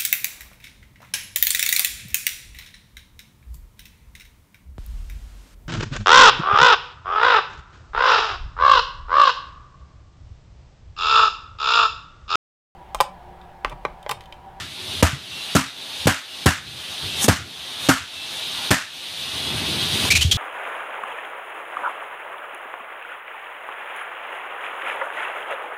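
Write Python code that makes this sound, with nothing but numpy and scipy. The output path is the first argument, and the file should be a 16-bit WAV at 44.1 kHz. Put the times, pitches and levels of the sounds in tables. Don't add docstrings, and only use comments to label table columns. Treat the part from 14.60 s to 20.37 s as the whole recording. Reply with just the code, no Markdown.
import sys
import numpy as np
from scipy import signal
from scipy.fft import rfft, irfft, next_fast_len
from scipy.io import wavfile
from scipy.ndimage import uniform_filter1d, map_coordinates

SR = 44100
rng = np.random.default_rng(int(sys.argv[2]) if len(sys.argv) > 2 else 0)


def gain_from_db(level_db):
    decades = np.asarray(level_db, float) / 20
    return 10 ** decades


def persist_wave(psi):
    counts = np.round(np.clip(psi, -1, 1) * 32767).astype(np.int16)
    wavfile.write(sys.argv[1], SR, np.atleast_2d(counts).T)


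N = 254456


def shock(u):
    return (u > 0) * (1 - u) * np.exp(-u)


def tear(t, lag, gulp_hz):
    late = np.clip(lag, 0, None)
    shreds = unit(filtered(rng.standard_normal(len(t)), lambda f: 1 / (1 + (f / 9500) ** 4)))
    jolt = gain_from_db(-7) * shock(t / .0003) + gain_from_db(-10.5) * shreds * gain_from_db(-60 * t / .012)
    gulp = gain_from_db(-3 + 9 * np.log2(gulp_hz / 500)) * ring(t, gulp_hz, t60=0.03, attack=0.00013)
    snap = shock(late / 0.0014)
    crackle = gain_from_db(-6.5) * (late > 0) * shreds * gain_from_db(-60 * late / 0.03)
    crack = gain_from_db(-3) * (snap + crackle)
    heave_shape = np.exp(-np.where(lag < 0, (lag / .001) ** 2, lag / .003))
    heave = gain_from_db(-6.5) * np.cos(2 * np.pi * 270 * lag) * heave_shape
    return jolt + gulp + crack + heave


# (f/Hz, level/dB)
HEAP = [(180, -6), (300, -1), (405, -13.5), (636, 0), (752, -2), (1100, -7), (1420, -7.5), (2380, -13.5),
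        (2910, -12.5), (3440, -16.5), (7790, -19), (14000, -27), (16200, -45)]
# (f/Hz, t60/s)
HEAP_T60 = [(300, 0.15), (800, 0.12), (1400, 0.36), (2500, 0.42), (6000, 0.37), (14000, 0.22)]


def heap(t):
    hz, frame, z = signal.stft(rng.standard_normal(len(t)), SR, nperseg=128)
    z = z * gain_from_db(-60 * frame / along(HEAP_T60, hz)[:, None])
    x = signal.istft(z, SR, nperseg=128)[1][:len(t)]
    x = filtered(x, lambda f: gain_from_db(along(HEAP, f)))
    return x / np.sqrt(np.mean(x[:SR // 50] ** 2))


def heap_answer(t, lag, gap_hz, boom_db, thud_db, skin_db, gap_db):
    late = np.clip(lag, 0, None)
    swell = np.where(late > 0, 1 - 0.66 * np.exp(-late / 0.001), .25)
    clumps = gain_from_db(1.85 * unit(uniform_filter1d(rng.standard_normal(len(t)), size=90)))
    echoes = gain_from_db(-12.5) * swell * clumps * heap(t)
    boom = gain_from_db(boom_db + 8.5) * ring(late, 86, t60=0.14, attack=0.00062)
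    skin = gain_from_db(skin_db + 6) * ring(late, 270, t60=0.17, attack=0.0031)
    sag = lambda f: 1 / (1 + (125 / (f + 1)) ** 6) / (1 + (f / 235) ** 6)
    thud = gain_from_db(thud_db + 4) * swell * band(t, sag, t60=0.15)
    cavity = lambda f: 1 / (1 + ((f - gap_hz) / 204) ** 2)
    hollow = gain_from_db(gap_db - 5) * swell * band(t, cavity, t60=0.32)
    return echoes + hollow + boom + thud + skin


# (first jolt t/s, crack t/s, gulp f/Hz, hollow f/Hz)
BURSTS = [
    (.4258, .4286, 500, 1300),
    (.9511, .9545, 420, 1270),
    (1.4703, 1.4731, 520, 1600),
    (1.8588, 1.862, 400, 1600),
    (2.6818, 2.685, 450, 1350),
    (3.2876, 3.2908, 330, 1450),
    (4.1063, 4.1106, 300, 1750),
]
# (peak level/dB, boom level/dB, thud level/dB, skin ring level/dB, hollow level/dB)
ANSWERS = [
    (-2.5, -11, -20, -24.5, -17.5),
    (-4, -22, -11.5, -11, -12),
    (-2.5, -21, -19.5, -21, -14),
    (-2.5, -14, -15, -22, -10),
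    (-2.5, -14.5, -13, -23, -17),
    (-1.5, -32.5, -18.5, -16, -10.5),
    (-2.5, -28, -20, -24, -10.5),
]


def bursts():
    out, t = np.zeros(N), np.arange(SR // 2) / SR
    for (s, crack_s, gulp_hz, gap_hz), (db, *answer_db) in zip(BURSTS, ANSWERS):
        lag = t - (crack_s - s)
        pop = tear(t, lag, gulp_hz) + heap_answer(t, lag, gap_hz, *answer_db)
        add(out, s, gain_from_db(db) * pop)
    earlier_age_s = .09
    add(out, 0, gain_from_db(-15) * heap(t)[round(earlier_age_s * SR):])
    return out


# (t/s, peak level/dB, f/Hz, t60/s, snap
# level/dB)
THUMPS = [(0.53, -17.5, 135, 0.084, -20), (0.9646, -6.5, 1410, 0.028, -9), (1.4566, -3.5, 141, 0.035, -24),
          (2.436, -25, 93.5, 0.066, -22), (2.6423, -18, 220, 0.18, 3), (5.452, -22, 1000, .04, -4),
          (5.493, -20, 86, 0.1, -25), (5.578, -20, 76.6, 0.42, -25), (5.647, -8.5, 86, 0.14, -23),
          (5.732, -13, 80.6, 0.12, -22), (5.757, -14, 90, .1, -20)]


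def thumps():
    out, t = np.zeros(N), np.arange(SR // 4) / SR
    for s, db, hz, t60, snap_db in THUMPS:
        push = ring(t, hz, t60, attack=0.00099)
        snap = gain_from_db(snap_db) * band(t, lambda f: 1 / (1 + (f / 9000) ** 4), t60=0.043)
        add(out, s, gain_from_db(db) * (push + snap))
    return out


# (t/s, peak level/dB, f/Hz, length/s, pitch rise/share)
SQUEALS = [
    (5.503, -7.5, 2230, 0.023, 0.083),
    (5.551, -9, 2364, 0.0245, 0.045),
    (5.609, -10.5, 2960, 0.0214, 0.037),
    (5.7115, -8.5, 3235, .016, 0.011),
]


def squeals():
    out, t = np.zeros(N), np.arange(SR // 5) / SR
    hiss_colour = [(1400, -15.5), (2000, -7), (3400, -2), (4050, 1.5), (4800, -3), (6500, -3),
                   (12000, -15.5), (15500, -21), (16500, -70)]
    for s, db, hz, length, rise in SQUEALS:
        turn = 2 * np.pi * np.cumsum(hz * (1 + rise * np.clip(t / length, 0, 2.2))) / SR
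        shake = [unit(filtered(rng.standard_normal(len(t)), lambda f: 1 / (1 + (f / 230) ** 2)))
                 for _ in range(2)]
        rasp = shake[0] * np.cos(turn) + shake[1] * np.sin(turn)
        voice = 0.94 * np.cos(turn) + 0.5 * rasp
        hiss = unit(filtered(rng.standard_normal(len(t)), lambda f: gain_from_db(along(hiss_colour, f))))
        fade_in = np.clip(t / 0.0022, 0, 1)
        cut = np.clip((length - t) / 0.0062 + 1, 0, 1)
        on = fade_in * cut * gain_from_db(-3 * t / length)
        after = np.clip(t / length, 0, 1) * gain_from_db(-60 * t / .3)
        tone = voice * on + gain_from_db(-3.5) * rasp * after
        air = gain_from_db(-3.5) * hiss * (on + gain_from_db(-2.5) * after)
        add(out, s, gain_from_db(db - 6.5) * (tone + air))
    return out


def suction():
    jet_db, fizz_db = seals()
    flutter = wobble(22)
    rim = jet(flutter) + fizz(flutter, fizz_db) + motor(fizz_db) + whistles()
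    return gain_from_db(gain_db()) * (gain_from_db(-21.3 + jet_db) * rim + wind())


# (t/s, rise/s, jet level/dB, fizz level/dB)
SEALS = [
    (0.405, .04, 2, 0),
    (2.62, .07, 4, 7),
    (2.645, .035, -4, 18),
    (2.68, .02, 7, 3),
    (3.27, .1, 2, 3),
    (5.47, .2, -.5, 3),
]


def seals():
    t = np.arange(N) / SR
    near = np.array([np.interp(t, [s - rise, s, s + .05], [0, 1, 0]) for s, rise, *_ in SEALS])
    return np.array(SEALS)[:, 2:].T @ near


# (f/Hz, level/dB)
JET = [(880, -44), (1500, -19), (2120, -13), (2640, -6), (2860, -3.5), (3230, -1.5), (3700, 0.5),
       (4880, -10), (6310, -21), (7000, -61.5), (9100, -102), (15400, -120)]


def jet(flutter):
    return gain_from_db(1.2 + 0.31 * flutter + 0.37 * wobble(40)) * hose(patchy_noise(JET, patchy_db=0.93))


# (f/Hz, level/dB)
FIZZ = [(3060, -41), (5200, -10), (6290, -3.5), (7290, -8.5), (9710, -4), (10900, -11.5), (13400, -12),
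        (15100, -22), (16200, -45)]


def fizz(flutter, seal_db):
    return gain_from_db(-9.7 + seal_db + .6 * flutter) * hose(patchy_noise(FIZZ, patchy_db=.9))


# (f/Hz, level/dB)
RUSH = [(120, -32), (200, -10), (270, -7.5), (591, -8.5), (644, -3.5), (1880, -8), (2600, -8.5),
        (3380, -27), (5720, -120)]


def motor(seal_db):
    return gain_from_db(-9.3 + .5 * seal_db + .8 * wobble(9)) * hose(patchy_noise(RUSH, patchy_db=0.5))


# (delay/s, share)
HOSE = [
    (.0112, 0.41),
    (0.0077, 0.14),
    (.0035, 0.05),
]


def hose(x):
    def comb(hz):
        echoes = sum(np.clip(g, 0, .33) * np.exp(-2j * np.pi * hz * s) for s, g in HOSE)
        return 1 / (1 - echoes)
    return unit(filtered(x, comb))


# (start t/s, end t/s, f/Hz, level/dB re jet)
WHISTLES = [
    (0.15, 0.3, 370, -9),
    (0.681, 0.858, 2730, -2),
    (2.443, 2.6, 2680, -4.5),
    (3.489, 3.718, 2670, -1.5),
    (4.8, 4.953, 3310, -2),
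    (5.15, 5.3, 3240, -2),
]


def whistles():
    out = np.zeros(N)
    for start, end, hz, db in WHISTLES:
        size = round((end - start) * SR)
        pitch = hz * (1 + 0.0026 * wobble(31)[:size])
        tone = np.sin(2 * np.pi * np.cumsum(pitch) / SR)
        add(out, start, gain_from_db(db) * np.sqrt(np.hanning(size)) * tone)
    return out


# (start t/s, depth level/dB)
DUCKS = [(-0.12, 19.5), (0.408, 20.5), (0.938, 20), (1.453, 20.5), (1.843, 22), (2.661, 22), (3.273, 20.5),
         (4.093, 20.5), (5.488, 11), (5.546, 14), (5.61, 17)]


def gain_db():
    fall_s, hold_s = .012, .19
    quick_share, quick_s, creep_s = .39, .15, 1.4
    t, ducks = np.arange(N) / SR, []
    for s, depth_db in DUCKS:
        since = np.clip(t - s - hold_s, 0, None)
        quick = quick_share * np.exp(-since / quick_s)
        creep = (1 - quick_share) * np.clip(1 - since / creep_s, 0, 1)
        ducks.append(depth_db * np.clip((t - s) / fall_s, 0, 1) * (quick + creep))
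    return -np.max(ducks, axis=0)


# (f/Hz, level/dB)
LUMPS = [(21, -52), (35, -26), (56, -15.5), (81, 0), (178, -13), (200, -20), (260, -39), (440, -120)]
# (f/Hz, level/dB)
FLAPS = [(82, -12), (140, 4.5), (440, -2.5), (472, -8), (839, -14), (900, -43), (1170, -37), (1980, -120)]
# (t/s, level/dB)
STREAM = [(0, -33), (.25, -38), (.38, -32), (.75, -40), (.9, -46), (1.2, -41), (1.7, -44), (2.2, -42),
          (2.37, -43), (2.6, -34), (3.1, -45), (3.6, -42), (4.0, -43), (4.55, -42), (4.8, -33), (4.95, -28),
          (5.4, -32), (5.77, -28)]
# (t/s, deep level/dB, flapping level/dB re deep, rise/s, fall/s for 20 dB)
GUSTS = [(0, -14, -11, .1, .1), (.298, -31, -6, .05, .06), (.55, -13, -11, .1, .12),
         (.78, -42, -4, .05, .05), (1.06, -29, -8, .1, .12), (1.98, -19, -10, .1, .2),
         (2.13, -30, -9, .1, .1), (2.3, -38, -10, .06, .06), (2.44, -29, -9, .04, .4),
         (2.8, -22, 1, .1, .15), (3.19, -35, -11, .03, .1), (3.4, -26, -15, .08, .15),
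         (4.23, -31, -13, .08, .12), (4.77, -36, -7, .1, .1), (5.06, -28, -9, .2, .3),
         (5.44, -27, -8, .05, .06), (5.53, -15, -16, .04, .12), (5.66, -7, -25, .06, .08),
         (5.77, 2, -29, .06, .1)]


def wind():
    t = np.arange(N) / SR
    lumps = unit(gain_from_db(2.94 * wobble(25)) * patchy_noise(LUMPS, patchy_db=1.5))
    flaps = unit(gain_from_db(1.9 * wobble(30)) * patchy_noise(FLAPS, patchy_db=-1.0))
    flap = gain_from_db(np.interp(t, *np.transpose(STREAM)))
    deep = gain_from_db(-1) * flap
    for s, db, flap_db, rise, fall in GUSTS:
        gust = gain_from_db(db - 20 * np.maximum((s - t) / rise, (t - s) / fall))
        deep = deep + gust
        flap = flap + gain_from_db(flap_db) * gust
    return gain_from_db(-2.1) * deep * lumps + flap * flaps


def ring(t, hz, t60, attack):
    drift = np.cumsum(uniform_filter1d(rng.standard_normal(len(t)), size=400)) * .03
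    return -np.sin(2 * np.pi * hz * t + drift) * gain_from_db(-60 * t / t60) * (1 - np.exp(-t / attack))


def band(t, shape, t60):
    x = filtered(rng.standard_normal(len(t)), shape)
    return x / np.sqrt(np.mean(x[:SR // 30] ** 2)) * gain_from_db(-60 * t / t60)


def patchy_noise(spectrum, patchy_db):
    z = signal.stft(rng.standard_normal(N + 512), nperseg=512)[2]
    field = uniform_filter1d(rng.standard_normal(z.shape), size=5, axis=0)
    field = uniform_filter1d(field, size=8, axis=1)
    x = signal.istft(z * gain_from_db(patchy_db * unit(field)), nperseg=512)[1][:N]
    return unit(filtered(x, lambda hz: gain_from_db(along(spectrum, hz))))


def wobble(rate):
    return map_coordinates(rng.standard_normal(int(N * rate / SR) + 4), [np.arange(N) * rate / SR])


def filtered(x, response):
    m = next_fast_len(len(x) + 8192)
    return irfft(rfft(x, m) * response(np.fft.rfftfreq(m, 1 / SR)), m)[:len(x)]


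def along(points, hz):
    f, v = np.transpose(points)
    return np.interp(np.log(hz + 1), np.log(f + 1), v)


def unit(x):
    return x / np.sqrt(np.mean(x ** 2) + 1e-20)


def add(track, s, sound):
    part = track[round(s * SR):][:len(sound)]
    part += sound[:len(part)]


def scene():
    x = bursts() + thumps() + squeals() + suction()
    scramble = rng.standard_normal(256) / 16
    moments = gain_from_db(-17) * np.clip(3 * wobble(12) - 2, 0, 1)
    apart = moments * np.convolve(np.diff(x, prepend=0) + .3 * x, scramble)[:N]
    return np.array([x + apart, x - apart])


def roll_off(x):
    return signal.sosfilt(signal.butter(12, 16400, fs=SR, output="sos"), x)


def record(dry):
    x = signal.sosfilt(signal.butter(4, 55, "high", fs=SR, output="sos"), dry)
    x = signal.sosfilt(signal.butter(10, 15300, fs=SR, output="sos"), x)
    x = x / (1 + np.abs(x / 1.02) ** 10) ** (1 / 10)
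    return roll_off(x)


dry = scene()
out = record(dry)
persist_wave(out)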